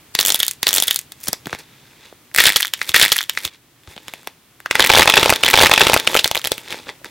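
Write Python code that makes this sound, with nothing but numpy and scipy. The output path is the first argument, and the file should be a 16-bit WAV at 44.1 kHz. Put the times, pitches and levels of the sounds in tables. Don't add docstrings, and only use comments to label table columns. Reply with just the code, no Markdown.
import sys
import numpy as np
from scipy import signal
from scipy.fft import rfft, irfft
from scipy.io import wavfile
from scipy.ndimage import uniform_filter1d

SR = 44100
rng = np.random.default_rng(int(sys.argv[2]) if len(sys.argv) > 2 else 0)


def attenuation_scalar(level_db):
    decades = np.asarray(level_db, float) / 20
    return 10 ** decades


def pcm_store(signal):
    levels = np.round(np.clip(np.atleast_2d(signal), -1, 1) * 32767)
    wavfile.write(sys.argv[1], SR, levels.astype(np.int16).T)


N = 313110
T = np.arange(N) / SR
HOLLOW_HZ, HOLLOW_WIDTH_HZ = 830, 130


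def band(x, hz, width):
    return signal.lfilter(*signal.iirpeak(hz, hz / width, fs=SR), x)


def body(x, modes):
    return sum((-1) ** k * attenuation_scalar(db) * band(x, hz, width) for k, (hz, width, db) in enumerate(modes))


def treble(x, hz):
    return signal.sosfilt(signal.butter(N=3, Wn=hz, btype="high", fs=SR, output="sos"), x)


def unit(x):
    return x / np.sqrt(np.mean(x ** 2))


def top(x):
    return x / np.max(np.abs(x), axis=-1, keepdims=True)


def fade(t, t60):
    return np.exp(-np.log(1000) * t / t60)


def add_at(starts_s, sounds):
    size = sounds.shape[-1]
    out = np.zeros(N + size)
    places = (starts_s * SR).astype(int)[:, None] + np.arange(size)
    np.add.at(out, places, sounds)
    return out[:N]


# pitch_hz, density_db (per Hz)
AIR = [(28, -23), (60, -9), (130, 0), (200, -8), (300, -4), (500, -14.5), (3300, -16.5), (9000, -34.5)]
# start_s, level_db
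AIR_DB = [
    (0, -51),
    (3.45, -54.5),
    (3.55, -56.5),
    (7.1, -51),
]


def air():
    hz = np.maximum(np.fft.rfftfreq(N, 1 / SR), 1)
    colour_hz, colour_db = np.transpose(AIR)
    colour = attenuation_scalar(np.interp(np.log(hz), np.log(colour_hz), colour_db))
    tone = unit(irfft(rfft(rng.standard_normal(N)) * colour, N))
    hiss = rng.standard_normal((2, N))
    return (tone + hiss) * attenuation_scalar(np.interp(T, *np.transpose(AIR_DB)))


# start_s, thump_db (at a 0 dB crack), grit_db and core_db (over the shell)
GRIPS = [(0, -18, 0, -6), (.35, -25, -2, -11), (1.09, -19, 5, -8), (1.265, -11, 2, -2), (1.42, -8, -4, -3),
         (1.63, -8, -15, -8), (2.3, -21, -2, -14), (2.59, -29, 5, -15), (2.72, -22, 4, -7),
         (3.49, -8, -18, -14), (3.7, -8, -3, -4), (4.5, -15, -8, -4), (4.69, -26, -8, -4),
         (4.78, -22, -6.5, 0), (6.08, -26, -5, -2), (6.14, -26, 1, 0), (6.56, -14, 1, 0),
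         (6.62, -14, -7, -5), (6.86, -12, -22, -1)]


def grip(s):
    table = np.array(GRIPS)
    row = np.maximum(np.searchsorted(table[:, 0], s) - 1, 0)
    return table[row, 1:].T


def thumps_db():
    s, shard_db, hz, _ = CRACKS.T
    return grip(s)[0] + 1.05 * shard_db - 2.5 * np.log2(hz / 2800)


# pitch_hz, width_hz, level_db
SHELL = [(1944, 1190, 4.5), (2856, 730, 4), (3450, 630, 2), (4530, 5400, -4)]
# pitch_hz, width_hz, level_db
CORE = [(97, 233, -12), (312, 336, -2.5), (518.5, 279, 0.5), (860, 400, -2.5)]


def fracture(shard_db, hz, snap_db, thump_db, chance):
    t = np.arange(chance.shape[-1]) / SR
    size = attenuation_scalar(0.74 * shard_db)
    kick = t == 0
    run = chance[0] * fade(t, 0.007 * size) + 4.0 * kick
    ring = np.array([band(r, f, f / 3.9) for r, f in zip(run, hz)])
    shard = top(ring) + 0.33 * top(body(run, SHELL))
    shard = treble(shard, 1000)
    burst = chance[1] * fade(t, 0.003 * size + 0.0012)
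    snap = treble(band(burst, 8500, 15000), 5100)
    thump = body(chance[2] * fade(t, 0.0054) + 3.3 * kick, CORE)
    return attenuation_scalar(shard_db) * top(shard) + attenuation_scalar(thump_db) * top(thump) + attenuation_scalar(snap_db) * top(snap)


# start_s, shard_db (peak), ring_hz, snap_db (peak)
EAR = [(.1512, -1, 4340, -1), (.1897, 6, 3770, 4.5), (.201, -6, 3350, 6), (.2112, -3, 3600, 4),
       (.2088, -8, 3600, -4), (.217, -20, 3600, -9), (.2288, -11, 3600, -15), (.251, -3, 3100, 4),
       (.2614, -6, 3450, 8), (.271, -17, 5700, 4), (.2797, -15, 3300, -7), (.283, -2.5, 3450, 8.5),
       (.2912, -10, 2610, 0), (.2939, -6, 3700, -33), (.3032, 1, 3330, 1), (.3219, -7, 3300, 8),
       (.3449, -1, 3300, 5), (.3553, -12, 3320, -6), (.359, -7, 3620, 1), (.392, -35, 3510, -4),
       (.3945, -11, 3470, -2), (.4014, -22, 3420, -1.5), (.403, -12, 3490, -5), (.4258, -16, 3510, -9),
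       (.4308, 2, 3450, 6), (.449, -32, 3150, -10), (.4655, -18, 3450, -3), (.4815, -6.5, 2650, 8),
       (.5118, -16.5, 2690, -2.5), (.5348, -40, 3530, -20)]
# start_s, shard_db, ring_hz, snap_db
HANDLING = [(1.1206, -18, 3700, -11.5), (1.2035, -35, 5640, -23), (1.2329, -30, 4780, -20),
            (1.2394, -27, 2610, -10), (1.2722, -12, 5300, -14), (1.2811, -12, 4350, -6),
            (1.2842, -7, 5100, 1.5), (1.3308, -4, 5360, -1), (1.4577, -17, 3370, -22),
            (1.4699, -16.5, 1610, -16), (1.4958, -23, 2070, -41), (1.5293, -8.5, 1600, -34),
            (1.5489, -16, 2170, -22), (2.3147, -33, 1810, -36)]
# start_s, shard_db, ring_hz, snap_db
TUFT = [(2.3425, -19, 3190, -14), (2.3475, -9, 1820, -1), (2.362, -3.5, 1920, 5), (2.3755, -16, 2070, -10),
        (2.3845, 11.5, 1870, 5), (2.4029, 8.5, 1870, 6.5), (2.4386, 1.5, 1800, 4), (2.452, -8, 4720, -12),
        (2.4549, 9, 3070, 3), (2.4656, 4.5, 3150, 4.5), (2.4693, 6, 3960, 8), (2.477, -1, 1820, -14),
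        (2.4811, 0, 3300, -25), (2.4845, -2, 3340, -7.5), (2.492, 0, 1864, 2), (2.5019, -1.5, 1980, -4),
        (2.5224, -7, 3214, -5.5), (2.5417, -14, 3680, -15.5), (2.56, 6, 3200, 6.5), (2.5624, 5, 3700, -10),
        (2.5669, 0, 3300, 2.5), (2.5692, -16, 4400, 8)]
# start_s, shard_db, ring_hz, snap_db
TUFT_SETTLES = [(2.6028, -6, 1900, -11), (2.6069, -6, 1870, -1), (2.6224, -7, 3320, -1),
                (2.629, 1, 3000, -8), (2.649, -7, 1900, -11), (2.655, -10, 3240, -18),
                (2.67, -11.5, 3250, -10), (2.6799, -16, 3250, -16), (2.737, -1.5, 3030, -2),
                (2.7923, -25, 2170, -21), (2.8156, -2, 1950, -16), (2.8452, -20.5, 3250, -27),
                (2.8758, -21, 3470, -23), (2.89, -12, 3750, -15.5), (2.8929, -5.5, 3290, -4),
                (2.918, -14, 3420, -24)]
# start_s, shard_db, ring_hz, snap_db
REGRIP = [(3.875, -28.5, 1200, -54), (3.9648, -22.5, 3380, -45), (3.9784, -19.5, 2950, -44),
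          (4.0823, -15, 3040, -15.5), (4.1374, -16, 2200, -17), (4.2319, -37, 1380, -32),
          (4.2733, -10, 2676, -11), (4.6031, -25.5, 1700, -23.5), (4.6602, -8, 1540, -21)]
# start_s, shard_db, ring_hz, snap_db
CHEEKS = [(4.7109, 3, 2300, -8), (4.75, -15.5, 1890, -20), (4.754, 6, 1700, -3), (4.7955, 7, 1700, 5),
          (4.8042, 5.5, 3280, -10), (4.8245, 2, 3140, -6), (4.8414, 1, 1770, -21), (4.8451, -7.5, 1810, -4),
          (4.8484, -2, 2110, -28), (4.8627, -1, 1870, 0), (4.8712, -1.5, 3300, -2),
          (4.8946, -2, 3240, -10.5), (4.899, 1.5, 1720, -8), (4.9007, 10, 2230, 1.5),
          (4.9172, 0, 3560, -7.5), (4.9261, 0, 2930, -15), (4.9361, 6, 2400, 0), (4.95, -1, 3450, -14.5),
          (4.9546, 4.5, 3470, -7), (4.965, 1.5, 1694, -4.5), (4.973, 3, 2580, -2), (4.9849, 7, 3180, 6),
          (4.994, 7.5, 2230, -2), (4.9975, 3.5, 2100, 6), (5.0092, 0, 3620, -6.5), (5.0206, 4, 1770, -2),
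          (5.0287, 4.5, 2610, -4.5), (5.0316, -3.5, 2360, -2)]
# start_s, shard_db, ring_hz, snap_db
CHEEKS_SINK = [(5.0575, -6.5, 1670, -6), (5.0753, 8, 2355, -7.5), (5.0915, -3, 3200, -15),
               (5.0984, 9, 2540, 9), (5.1392, 8.5, 2440, -1.5), (5.156, -6, 3360, -8), (5.169, 3, 1700, -4),
               (5.1758, 10.5, 2580, -10.5), (5.1965, -5, 3680, -8), (5.2138, -7, 2600, -16),
               (5.2445, -3, 2300, -8), (5.2302, 4.5, 2750, -12.5), (5.2341, -1, 2900, -8),
               (5.2592, 2, 2750, -3), (5.2832, -5, 4760, -12), (5.2945, 3, 2500, -2), (5.3016, 2, 2230, 10),
               (5.305, -2, 2000, -6), (5.3255, -1, 1225, -6.5), (5.3371, -10, 3520, -31),
               (5.3603, -6, 3520, -7), (5.431, -10, 3080, -14), (5.435, 6.5, 2670, -10),
               (5.4478, -4, 3710, 0)]
# start_s, shard_db, ring_hz, snap_db
RELEASE = [(6.1159, -18, 1230, -13), (6.1329, -11, 2840, -18), (6.145, 0, 2900, -4), (6.1522, -1, 1280, -3),
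           (6.1646, 3.5, 2600, -1), (6.1757, -4, 3060, -14), (6.191, 1, 2900, -14), (6.1944, 3, 3030, -10),
           (6.2437, 4, 3450, 4), (6.2576, -5.5, 1730, -8), (6.2771, -7, 3450, -4.5), (6.3137, -1, 3040, -3),
           (6.349, -5.5, 3180, -12), (6.355, -4.5, 2280, -4), (6.3683, -6, 2820, -11),
           (6.3756, -3, 3450, -10), (6.395, -17, 1210, -18), (6.4163, -17, 3140, -19),
           (6.4429, -9, 2670, -8.5), (6.4488, -4, 3050, -6), (6.4555, -7, 3250, -18), (6.4723, -6, 3350, 1),
           (6.5187, -3, 3860, -1), (6.5803, -13, 2700, -11), (6.7059, -15.5, 3600, -22),
           (6.7254, -12, 2700, -24), (6.7435, -17, 1790, -42), (6.5965, -27, 2500, -40),
           (6.684, -19, 3100, -34), (6.7885, -24, 4000, -36), (6.8915, -15, 2300, -30),
           (7.0454, -17, 1690, -21.5)]
# start_s, shard_db, ring_hz,
# snap_db
MORE_CRACKS = [(0.1512, -1, 4590, -10), (0.2088, -25, 3850, 1), (0.2289, -24, 3570, -3),
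               (0.2741, -11, 3550, -7), (0.2938, -18, 4690, -1), (0.3535, -14, 3570, -6),
               (0.4009, -3, 3420, -10), (0.4038, 0, 3470, 0), (0.4518, -28, 3600, -7),
               (1.2122, -55, 4670, -27), (1.2352, -33, 2260, -17), (1.2584, -29, 4290, -16),
               (1.5892, -40, 5490, -24), (2.377, -6, 2070, -4), (2.3801, -15, 3270, -6),
               (2.4406, -15, 3400, -3), (2.4454, -5, 3940, -25), (2.4699, 2, 4090, -5), (2.474, -1, 2090, -2),
               (2.4962, -23, 5340, -8), (2.5321, -12, 2200, -13), (2.7774, -31, 2200, -23),
               (2.829, -20, 2170, -16)]
# start_s, shard_db, ring_hz, snap_db
LATE_MORE_CRACKS = [(3.8352, -37, 2780, -38), (4.0321, -38, 4110, -33), (4.7161, -25, 3550, -13),
                    (4.7276, -15, 1510, -27), (4.8058, -6, 3340, -1), (4.8206, -2, 3290, -14),
                    (4.8484, 1, 2090, -1), (4.8737, -24, 2890, -1), (4.9012, -6, 2110, 2),
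                    (4.9215, -18, 3750, -4), (4.9417, -3, 3570, -6), (4.9465, -7, 1720, -15),
                    (4.9773, 3, 2130, -1), (4.9803, -2, 3450, -7), (5.0091, 1, 3040, 0),
                    (5.0169, -5, 1720, -12), (5.0343, -4, 2690, -14), (5.1224, -5, 3210, -15),
                    (5.1585, -7, 2260, -2), (5.1718, 3, 3420, -13), (5.2524, -9, 1310, -18),
                    (5.3018, 1, 2170, -7), (5.3313, -4, 1310, -23), (5.3366, -5, 3660, -7),
                    (5.3567, -14, 3140, -30), (5.4091, -25, 1310, -19), (6.1716, 0, 2710, 0),
                    (6.2626, -12, 3380, -9), (6.3893, -23, 4570, -14), (6.4571, -10, 3250, -13),
                    (6.5183, -2, 3770, -12), (6.5243, -15, 3140, -17), (6.5399, -26, 4690, -24)]
CRACKS = np.array(EAR + HANDLING + TUFT + TUFT_SETTLES + REGRIP + CHEEKS + CHEEKS_SINK + RELEASE
                  + MORE_CRACKS + LATE_MORE_CRACKS)


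def fractures(size=1100):
    s, shard_db, hz, snap_db = CRACKS.T
    chance = rng.standard_normal((3, len(s), size))
    return add_at(s, fracture(shard_db[:, None], hz, snap_db[:, None], thumps_db()[:, None], chance))


# start_s, hold_s, shell_db, rise_s and fall_s (per 60 dB)
SQUEEZES = [(.184, .25, -35, .035, .3), (1.275, .01, -40, .3, .37), (1.54, .01, -38, .35, .09),
            (1.592, .01, -36, .06, .1), (1.62, .34, -52, .1, .3), (2.05, .01, -43, .45, .36),
            (2.39, .01, -13, .045, .38), (2.575, .01, -29.5, .2, .27), (2.9, .01, -35, .48, .07),
            (3.54, .01, -44.5, .6, .1), (3.91, .01, -41, .17, .18), (4.08, .1, -47, .9, .7),
            (4.76, .3, -28, .13, .9), (5.2, .01, -20, .8, .9), (6.08, .01, -23, .1, .6),
            (6.45, .2, -46, .5, .5), (6.718, .01, -29, .32, .43), (6.888, .01, -32, .11, .13),
            (7.05, .01, -37, .04, .15)]


def pressure(size=32):
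    s, hold, db, rise, fall = np.transpose(SQUEEZES)[:, :, None]
    t = T[::size]
    each = attenuation_scalar(db) * fade(np.maximum(s - t, 0), rise) * fade(np.maximum(t - s - hold, 0), fall)
    return np.interp(T, t, np.sqrt(np.sum(each ** 2, axis=0)))


def power_tail(power, t60):
    return signal.lfilter([1], [1, -fade(2 / SR, t60)], power)


def aftermath(s, peaks_db, t60):
    power = np.zeros(N)
    np.add.at(power, (s * SR).astype(int), attenuation_scalar(2 * peaks_db))
    creak = power_tail(power[::-1], .011)[::-1]
    return np.sqrt(power_tail(power, t60) + attenuation_scalar(2 * -4) * creak)


def grit(rate, spread_db, smooth):
    sizes = attenuation_scalar(spread_db * np.minimum(rng.exponential(size=N), 1.5))
    sizes = sizes * np.clip(rng.standard_normal(N), -1.8, 1.8)
    breaks = unit(sizes * (rng.random(N) < rate / SR))
    return unit(breaks + smooth * rng.standard_normal(N))


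def tint(breaks):
    colour_db = 2.5 * np.repeat(rng.standard_normal(N // 64 + 1), 64)[:N]
    return breaks * attenuation_scalar(colour_db)


def crumbs():
    shell = pressure()
    bright, core = shell * attenuation_scalar(grip(T)[1:])
    s, shard_db, _, snap_db = CRACKS.T
    knock_s, knock_db, _ = np.transpose(KNOCKS + LATE_KNOCKS)
    shell = shell + attenuation_scalar(-21) * aftermath(s, shard_db, 0.061)
    bright = bright + attenuation_scalar(-21.5) * aftermath(s, snap_db, 0.032)
    core = core + attenuation_scalar(-17.5) * aftermath(s, thumps_db(), 0.037)
    core = core + attenuation_scalar(-17.5) * aftermath(knock_s, knock_db, 0.037)
    breaks = grit(1600, 3.5, 0.6)
    shards = sum((-1) ** k * body(tint(breaks), [mode]) for k, mode in enumerate(SHELL))
    lump = body(tint(breaks), CORE + [(HOLLOW_HZ, HOLLOW_WIDTH_HZ, 1.5)])
    head = band(tint(breaks), 3450, 520)
    sparkle = treble(band(tint(breaks), 5700, 11000), 5800)
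    low = shell * unit(treble(shards, 1100)) + core * unit(lump) + attenuation_scalar(-9) * shell * unit(head)
    return low + bright * unit(sparkle)


def room(x):
    t = np.arange(int(.3 * SR)) / SR
    echoes = rng.standard_normal(len(t)) * fade(t, .18) * (t > .002)
    tail = band(echoes, 2400, 5600)
    return signal.fftconvolve(x, tail / np.sqrt(np.sum(tail ** 2)))[:N]


# start_s, level_db (peak), pitch_hz
THUDS = [(1.282, -25, 181), (1.3315, -19, 520), (1.469, -21, 175), (1.4585, -29, 200), (1.531, -27, 120),
         (2.126, -29, 480), (2.892, -31.5, 100), (3.877, -31.5, 104), (3.965, -34, 170), (6.743, -22, 450),
         (6.797, -31, 300), (6.772, -33, 300), (6.869, -23, 560), (6.891, -24, 600), (7.015, -37, 390)]


def thuds(size=3500):
    out = np.zeros(N)
    for s, db, hz in THUDS:
        push = rng.standard_normal(size) * fade(T[:size], 7.0 / hz)
        jolt = band(band(push, hz, 1.64 * hz), hz, 1.64 * hz)
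        i = int(s * SR)
        out[i:i + size] += attenuation_scalar(db) * top(jolt)
    return out


# start_s, level_db (peak), ring_hz
KNOCKS = [(4.7107, -14, 410), (4.7539, -10, 800), (4.7957, -6, 370), (4.805, -8, 830), (4.8094, -12, 800),
          (4.8235, -14, 980), (4.8428, -12, 1100), (4.8468, -15, 470), (4.8941, -7, 920), (4.9019, 0, 860),
          (4.9097, -14, 760), (4.9176, -12, 700), (4.9268, -12, 1060), (4.9376, -6, 710), (4.9487, -6, 750),
          (4.9554, -9, 840), (4.9647, -7, 780), (4.969, -13, 1040), (4.9736, -2, 830), (4.9852, -6, 610),
          (4.9937, -4, 900), (4.9979, 0, 390), (5.0015, -9, 830), (5.0089, -9, 880), (5.0142, -14, 550),
          (5.02, -6, 1100), (5.0274, -15, 560), (5.0311, -15, 970), (5.0573, -11, 950), (5.0757, -4, 810),
          (5.0795, -6, 790), (5.0922, -8, 730), (5.1006, -5, 890), (5.1383, -8, 730), (5.1695, -2, 860),
          (5.1757, -3, 470), (5.181, -12, 760), (5.1855, -14, 500), (5.2136, -15, 750), (5.2296, -4, 480),
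          (5.2513, -15, 640), (5.2595, -4, 520), (5.2796, -12, 640), (5.2949, -5, 460), (5.306, -10, 320),
          (5.3251, -3, 610), (5.435, -6, 460), (5.4462, -12, 410)]
# start_s, level_db (peak), ring_hz
LATE_KNOCKS = [(6.1321, -18, 430), (6.1457, -23, 440), (6.152, -3, 520), (6.1571, -22, 740),
               (6.1648, -12, 590), (6.1714, -14, 520), (6.1751, -23, 850), (6.1931, -17, 920),
               (6.2449, -18, 900), (6.258, -15, 460), (6.3134, -12, 610), (6.3489, -23, 800),
               (6.3545, -15, 960), (6.3686, -16, 500), (6.3763, -21, 410), (6.4426, -23, 660),
               (6.4487, -19, 530), (6.457, -22, 600), (6.4721, -20, 580), (6.5183, -11, 510)]


def knocks(size=900):
    s, db, hz = np.transpose(KNOCKS + LATE_KNOCKS)
    t = T[:size]
    blow = rng.standard_normal((len(s), size)) * fade(t, .004) + 4.0 * (t == 0)
    ring = top(np.array([band(b, f, f / 1.8) for b, f in zip(blow, hz)]))
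    ring = ring + .45 * top(body(blow, CORE))
    ring = ring - .4 * top(band(blow, 1250, 600)) + .25 * top(band(blow, 290, 160))
    ring = ring + .45 * top(band(blow, HOLLOW_HZ, HOLLOW_WIDTH_HZ)) + .2 * top(band(blow, 110, 160))
    return add_at(s, attenuation_scalar(1.15 * db)[:, None] * top(ring))


def scene():
    clay = attenuation_scalar(-0.5) * fractures() + attenuation_scalar(-4.0) * crumbs() + attenuation_scalar(6.5) * knocks()
    clay = clay + 0.5 * band(clay, 3300, 410)
    return clay + attenuation_scalar(-19) * room(clay) + thuds() + air()


def stereo_haze(x, size=1024):
    side = 0
    wide = rng.random(N // size + 1) < .3
    for hz in 70 * 1.8 ** np.arange(10):
        level = np.sqrt(np.abs(uniform_filter1d(band(x, hz, hz / 1.5) ** 2, size)))
        patch = np.repeat(wide | (rng.random(len(wide)) < .2), size)[:N]
        gate = uniform_filter1d(1. * patch, size // 2)
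        noise = unit(band(band(rng.standard_normal(N), hz, hz / 2.5), hz, hz / 2.5))
        side = side + gate * level * noise * (hz / 3000) ** .15
    return side * np.array([[1], [-1]])


def low_pass(x):
    return signal.sosfilt(signal.butter(12, 16930, fs=SR, output="sos"), x)


# start_s, delay_s, length_s
REPLAYS = [
    (.13, .47905, .479),
    (2.381, .55887, .558),
    (4.815, .63871, .629),
]


def record(dry):
    cut = signal.ellip(N=10, rp=.1, rs=60, Wn=15900, fs=SR, output="sos")
    x = np.clip(dry, -1.03, 1.03)
    x = signal.sosfiltfilt(cut, x + attenuation_scalar(-19) * stereo_haze(x.mean(axis=0)))
    for i, lag, n in np.round(np.array(REPLAYS) * SR).astype(int):
        x[:, i + lag:i + lag + n] = x[:, i:i + n].copy()
    return low_pass(np.clip(x, -1, 1))


dry = scene()
out = record(dry)
pcm_store(out)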